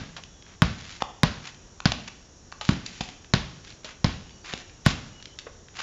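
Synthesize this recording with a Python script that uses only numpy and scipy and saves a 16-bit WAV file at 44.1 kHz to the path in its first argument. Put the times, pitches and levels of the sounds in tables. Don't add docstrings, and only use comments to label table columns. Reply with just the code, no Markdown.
import sys
import numpy as np
from scipy import signal
from scipy.fft import rfft, irfft, next_fast_len
from scipy.io import wavfile

SR = 44100
rng = np.random.default_rng(int(sys.argv[2]) if len(sys.argv) > 2 else 0)


def log_audio(samples):
    frames = np.atleast_2d(samples).T
    limited = np.clip(frames, -1, 1)
    pcm = np.round(limited * 32767).astype(np.int16)
    wavfile.write(sys.argv[1], SR, pcm)


N = 256662
T = np.arange(N) / SR


# t/s, slap level/dB, thump level/dB, thump f/Hz, slap treble/dB
BOUNCE_HITS = [(0.62, -3, -10.5, 141.5, -3.5), (1.233, -2.5, -12.5, 147, -1),
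               (1.856, -7.5, -12.5, 155, 5.5), (2.6904, -9.5, -10.5, 158, -2.5),
               (3.3369, -6.5, -13, 136.5, 5.5), (4.0442, -8.5, -12.5, 140, 2),
               (4.8628, -4, -10.5, 135.6, -1.5)]

def dribble(tail_skip_s=0.07, tail_db=-3):
    out = np.zeros(N)
    for s, *hit in BOUNCE_HITS:
        for layer in bounce(*hit):
            add(out, s, layer)
    _, tail = bounce(*BOUNCE_HITS[0][1:])
    add(out, 0, undb(tail_db) * tail[int(tail_skip_s * SR):])
    return out


def bounce(slap_db, thump_db, hz, treble_db, thump_send_db=2, ring_send_db=-8):
    direct, reverb = np.zeros(N), yard()
    squash_s = 0.0046 * undb(slap_db) ** 0.44
    body = undb(thump_db + 5) * thump(hz, squash_s)
    ring = undb(slap_db - 15) * ball_ring()
    attack = undb(slap_db) * rubber_eq(slap(), treble_db)
    for layer in body, ring, attack:
        add(direct, 0, layer)
    echo = undb(18 + 0.49 * slap_db) * rubber_eq(reverb, treble_db / 2)
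    for layer, send_db in (body, thump_send_db), (ring, ring_send_db):
        echo += undb(send_db) * signal.fftconvolve(layer, reverb)[:len(reverb)]
    return direct, echo


def thump(hz, squash_s, overtone=1.695, overtone_db=-15):
    t = T[:SR // 10]
    swing = np.sin(2 * np.pi * hz * t) - undb(overtone_db) * np.sin(2 * np.pi * overtone * hz * t)
    envelope = (t / squash_s * np.exp(1 - t / squash_s)) ** 1.5
    return envelope * swing


def slap(spike_db=14, crack_db=-4, liftoff_s=0.0073, pop_db=-8):
    t = T[:SR // 10]
    crack = undb(crack_db) * rng.standard_normal(len(t)) * fade(t, t60=0.026)
    crack[0] += undb(spike_db)
    pop = resonate(rng.standard_normal(len(t)), 900, 1100)
    return crack + undb(pop_db) * pop * fade(np.abs(t - liftoff_s), t60=0.037)


# f/Hz, level/dB
RUBBER_CURVE = [(100, -5.5), (350, 2.5), (600, 2), (1200, 0.5), (2400, -2), (3900, 0), (5200, -4),
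                (7000, -14.5)]

def rubber_eq(x, treble_db):
    presence = (undb(treble_db) - 1) * resonate(x, 4450, 6400)
    return colour(x + presence, RUBBER_CURVE)


# f/Hz, level/dB, t60/s
BALL_MODES = [(612, -12, 0.095), (960, -34.5, 0.11), (1098, -1.5, 0.051), (1250, -29, 0.063),
              (1511, -2, 0.031), (1706, -3, 0.022), (1896, -19, 0.19), (3059, -29, .16),
              (3926, -25.5, 0.09), (4650, -40, 0.044)]

def ball_ring(spread_db=2):
    out, t = np.zeros(SR), T[:SR]
    for hz, db, t60 in BALL_MODES:
        gain = undb(db + spread_db * rng.standard_normal())
        out += gain * fade(t, t60) * np.sin(2 * np.pi * hz * t + rng.uniform(0, np.pi))
    return out


# t/s, level/dB, cupped-hand f/Hz, t60/s, treble/dB
HAND_PATS = [(0.165, -34, 1090, 0.085, 9), (1.021, -5, 765, 0.014, -4.5), (1.8029, -18.5, 979, 0.01, 2),
             (1.919, -12, 690, 0.016, 6), (2.524, -21, 1170, 0.013, -2), (2.611, -23.5, 850, 0.056, 4),
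             (3.0076, -19, 517, 0.038, 4.5), (3.845, -33, 630, 0.082, 10), (4.536, -22, 540, 0.021, 8.5)]

def hands(attack_s=0.00036, overtone=1.465, palm_hz=547, thud_db_per_octave=-34.5):
    out, t = np.zeros(N), T[:SR // 5]
    for s, db, hz, t60, treble_db in HAND_PATS:
        cup_noise, skin_noise = rng.standard_normal((2, len(t)))
        cup = unit(resonate(resonate(cup_noise, hz, 0.97 * hz), hz, 2 * hz))
        pocket = np.sin(2 * np.pi * hz * t) - undb(-3) * np.sin(2 * np.pi * overtone * hz * t)
        skin = unit(resonate(resonate(skin_noise, 3600, 3300), 2200, 4900))
        pat = undb(-8) * cup + undb(-9) * pocket + undb(treble_db - 10) * skin
        envelope = np.minimum(t / attack_s, 1) * fade(t, t60)
        add(out, s, undb(db) * envelope * pat)
        thud_db = -4.5 + thud_db_per_octave * np.log2(hz / palm_hz)
        add(out, s, undb(db + thud_db) * thump(hz=175, squash_s=0.002))
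    return out


# t/s, level/dB
SANDAL_FLAPS = [(0.236, -31), (0.8794, -44), (1.4712, -29), (2.8622, -19), (3.704, -36), (4.4582, -29),
                (5.225, -30), (5.2562, -31), (5.3875, -25), (5.395, -30.5), (5.7584, -40), (5.79, -34)]

def sandals(trim_db=-3):
    out = np.zeros(N)
    for s, db in SANDAL_FLAPS:
        add(out, s, undb(db + trim_db) * sole_snap(hz=3260, t60=0.02))
    return out


# t/s, length/s, level/dB, centre f/Hz
FRICTION_STROKES = [(0.45, 0.11, -52, 1600), (0.777, 0.22, -42, 2470), (1.003, 0.023, -34, 1150),
                    (1.419, 0.092, -42, 1920), (2.074, 0.014, -31.5, 2150), (2.621, 0.12, -37.5, 3000),
                    (2.835, 0.31, -44, 2700), (3.638, 0.11, -46, 2900), (3.86, 0.064, -40.5, 1750),
                    (4.441, 0.11, -35, 1810), (4.544, 0.077, -43.5, 3000), (4.848, 0.082, -29.5, 2900),
                    (5.751, 0.031, -35, 2050), (5.78, 0.072, -31, 1590)]

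def friction(trim_db=-1):
    out = np.zeros(N)
    for s, length, db, hz in FRICTION_STROKES:
        catches = undb(3.5 * flicker(SR, 220))
        drag = unit(resonate(grit(SR, spread_db=9.5) * catches, hz, 1.23 * hz))
        pressure = np.sin(np.pi * np.minimum(T[:SR] / length, 1)) ** 0.47
        add(out, s, undb(db + trim_db) * drag * pressure)
    return out


def sole_snap(hz, t60):
    t = T[:SR // 5]
    crunch = resonate(grit(len(t), spread_db=4), hz, hz)
    return unit(resonate(crunch, hz, 2 * hz)) * fade(t, t60)


# t/s, level/dB, f/Hz
HOLLOW_STEPS = [(0.178, -33.5, 707), (5.466, -28.5, 485)]

def footfalls(trim_db=-7, rise_s=0.0047, overtone=2.64, overtone_db=-4):
    out, t = np.zeros(N), T[:SR // 5]
    envelope = t / rise_s * np.exp(1 - t / rise_s)
    for s, db, hz in HOLLOW_STEPS:
        air = rng.standard_normal(len(t))
        low, high = (band(air, f, 0.6 * f) for f in (hz, overtone * hz))
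        add(out, s, undb(db + trim_db) * (low + undb(overtone_db) * high) * envelope)
    return out


def grain_ticks(per_s=2.7, level_db=-43.5, spread_db=2, centre_hz=2620):
    out = np.zeros(N)
    for k, (jitter, size, pitch) in enumerate(rng.standard_normal((60, 3))):
        s = (k + jitter / 2) / per_s
        hz = centre_hz * 2 ** (np.tanh(pitch) / 2)
        add(out, s, undb(level_db + spread_db * size) * sole_snap(hz, t60=0.019))
    return out


# delay t/s, level/dB
WALL_TAPS = [(0.0182, -8), (0.023, -22.5), (.034, -42), (0.043, -17), (0.067, -28), (0.08, -17)]
# f/Hz, early level/dB, late level/dB
SCATTER_CURVES = [(35, -3, -16), (55.7, -1, -16), (76.5, -3, -13), (99, -13.5, -17.5), (173, -22, -16),
                  (270, -10.5, -14), (610, -10, -12.5), (1080, -8.5, -13), (2600, -9.5, -9.5),
                  (4300, -12, -13.5), (7000, -11.5, -11)]

def yard(predelay_s=0.0098, build_s=0.0026, early_t60=0.35, late_t60=0.73, delay_spread=0.05):
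    taps, t = np.zeros(N), T[:3 * SR // 2]
    for s, db in WALL_TAPS:
        add(taps, s * (1 + delay_spread * rng.standard_normal()), undb([db]))
    reverb = colour(taps[:len(t)], [(200, -11.5), (1200, -19), (5000, -13)])
    hz, early_db, late_db = np.transpose(SCATTER_CURVES)
    onset = np.clip((t - predelay_s) / build_s, 0, 1)
    for db, t60 in (early_db, early_t60), (late_db, late_t60):
        scatter = grit(len(t), spread_db=5) * onset * fade(t, t60)
        reverb += colour(unit(scatter) / np.sqrt(len(t)), np.c_[hz, db])
    return reverb


# t/s, length/s, start f/Hz, end f/Hz, level/dB
FAR_WHISTLES = [(0.214, 0.36, 3500, 3210, -60.5), (4.197, 0.25, 2910, 2920, -61),
                (4.22, 0.38, 4540, 4600, -66), (5.111, 0.15, 2900, 2930, -52),
                (5.265, 0.11, 2960, 3060, -63)]

def whistles(waver=0.0045, flutter_db=3.5):
    out = np.zeros(N)
    for s, length, start_hz, end_hz, db in FAR_WHISTLES:
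        progress = np.minimum(T[:SR] / length, 1)
        hz = (start_hz + (end_hz - start_hz) * progress) * (1 + waver * flicker(SR, 340))
        envelope = undb(flutter_db * flicker(SR, 60)) * np.sin(np.pi * progress)
        add(out, s, undb(db) * envelope * np.sin(2 * np.pi * np.cumsum(hz) / SR))
    return out


# f/Hz, relative level/dB
BED_CURVE = [(15, -3), (25, 10), (282, -1), (366, -1), (575, -7), (783, -9.5), (1140, -11.5), (1760, -14.5),
             (2280, -20), (2820, -17.5), (3330, -16.5), (4990, -18.5), (5620, -8.5), (6330, -16.5),
             (7300, -14), (9490, 0), (16100, -120)]
# f/Hz, width/Hz, level/dB
BED_BANDS = [(67.6, 81, -58), (5800, 790, -62.5), (6690, 240, -66.5)]

def traffic_and_hiss(bed_db=-49, drift_db=0.5):
    bed = unit(colour(rng.standard_normal(N), BED_CURVE))
    gain = undb(bed_db + drift_db * flicker(N, 3.51))
    bands = sum(undb(db) * band(rng.standard_normal(N), hz, width) for hz, width, db in BED_BANDS)
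    return gain * bed + bands


def undb(db):
    return 10 ** (np.asarray(db) / 20)


def unit(x):
    return x / np.sqrt(np.mean(x ** 2))


def fade(t, t60):
    return np.exp(-np.log(1000) * t / max(t60, 1e-3))


def add(track, s, x):
    i = max(int(s * SR), 0)
    track[i:i + len(x)] += x[:max(N - i, 0)]


def colour(x, points):
    hz, db = np.transpose(points)
    half = next_fast_len(len(x))
    bins_hz = np.arange(half + 1) * SR / (2 * half)
    curve_db = np.interp(np.log(bins_hz + 1), np.log(hz), db)
    cepstrum = irfft(np.log(undb(curve_db)))
    cepstrum[1:half] *= 2
    cepstrum[half + 1:] = 0
    return irfft(rfft(x, 2 * half) * np.exp(rfft(cepstrum)))[:len(x)]


def resonate(x, hz, width_hz):
    return signal.lfilter(*signal.iirpeak(hz, hz / min(width_hz, SR / 3), fs=SR), x)


def band(x, hz, width_hz):
    return unit(resonate(resonate(x, hz, width_hz), hz, width_hz))


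def grit(count, spread_db):
    return unit(rng.standard_normal(count) * undb(spread_db * rng.standard_normal(count)))


def flicker(count, per_s):
    knots = rng.standard_normal(count)
    return np.interp(np.arange(count) * per_s / SR, np.arange(count), knots)


# t/s, level/dB
FOLEY_SEND = [(1.0, -1.5), (3.0, 0.5)]

def scene():
    ball = dribble()
    ambience = traffic_and_hiss() + whistles()
    foley = hands() + sandals() + friction() + footfalls() + grain_ticks()
    send = undb(np.interp(T, *np.transpose(FOLEY_SEND)))
    echo = signal.fftconvolve(send * foley, yard())[:N]
    return (ball + foley + echo + ambience)[None]


def record(dry, low_cut_hz=26, high_cut_hz=7200, ceiling=0.72, top_hz=16000):
    low_cut = signal.sosfilt(signal.butter(2, low_cut_hz, "high", fs=SR, output="sos"), dry)
    narrow = signal.sosfilt(signal.cheby1(10, 0.3, high_cut_hz, fs=SR, output="sos"), low_cut)
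    clipped = np.clip(narrow, -ceiling, ceiling)
    return signal.sosfilt(signal.ellip(8, 0.2, 70, top_hz, fs=SR, output="sos"), clipped)


dry = scene()
out = record(dry)
log_audio(out)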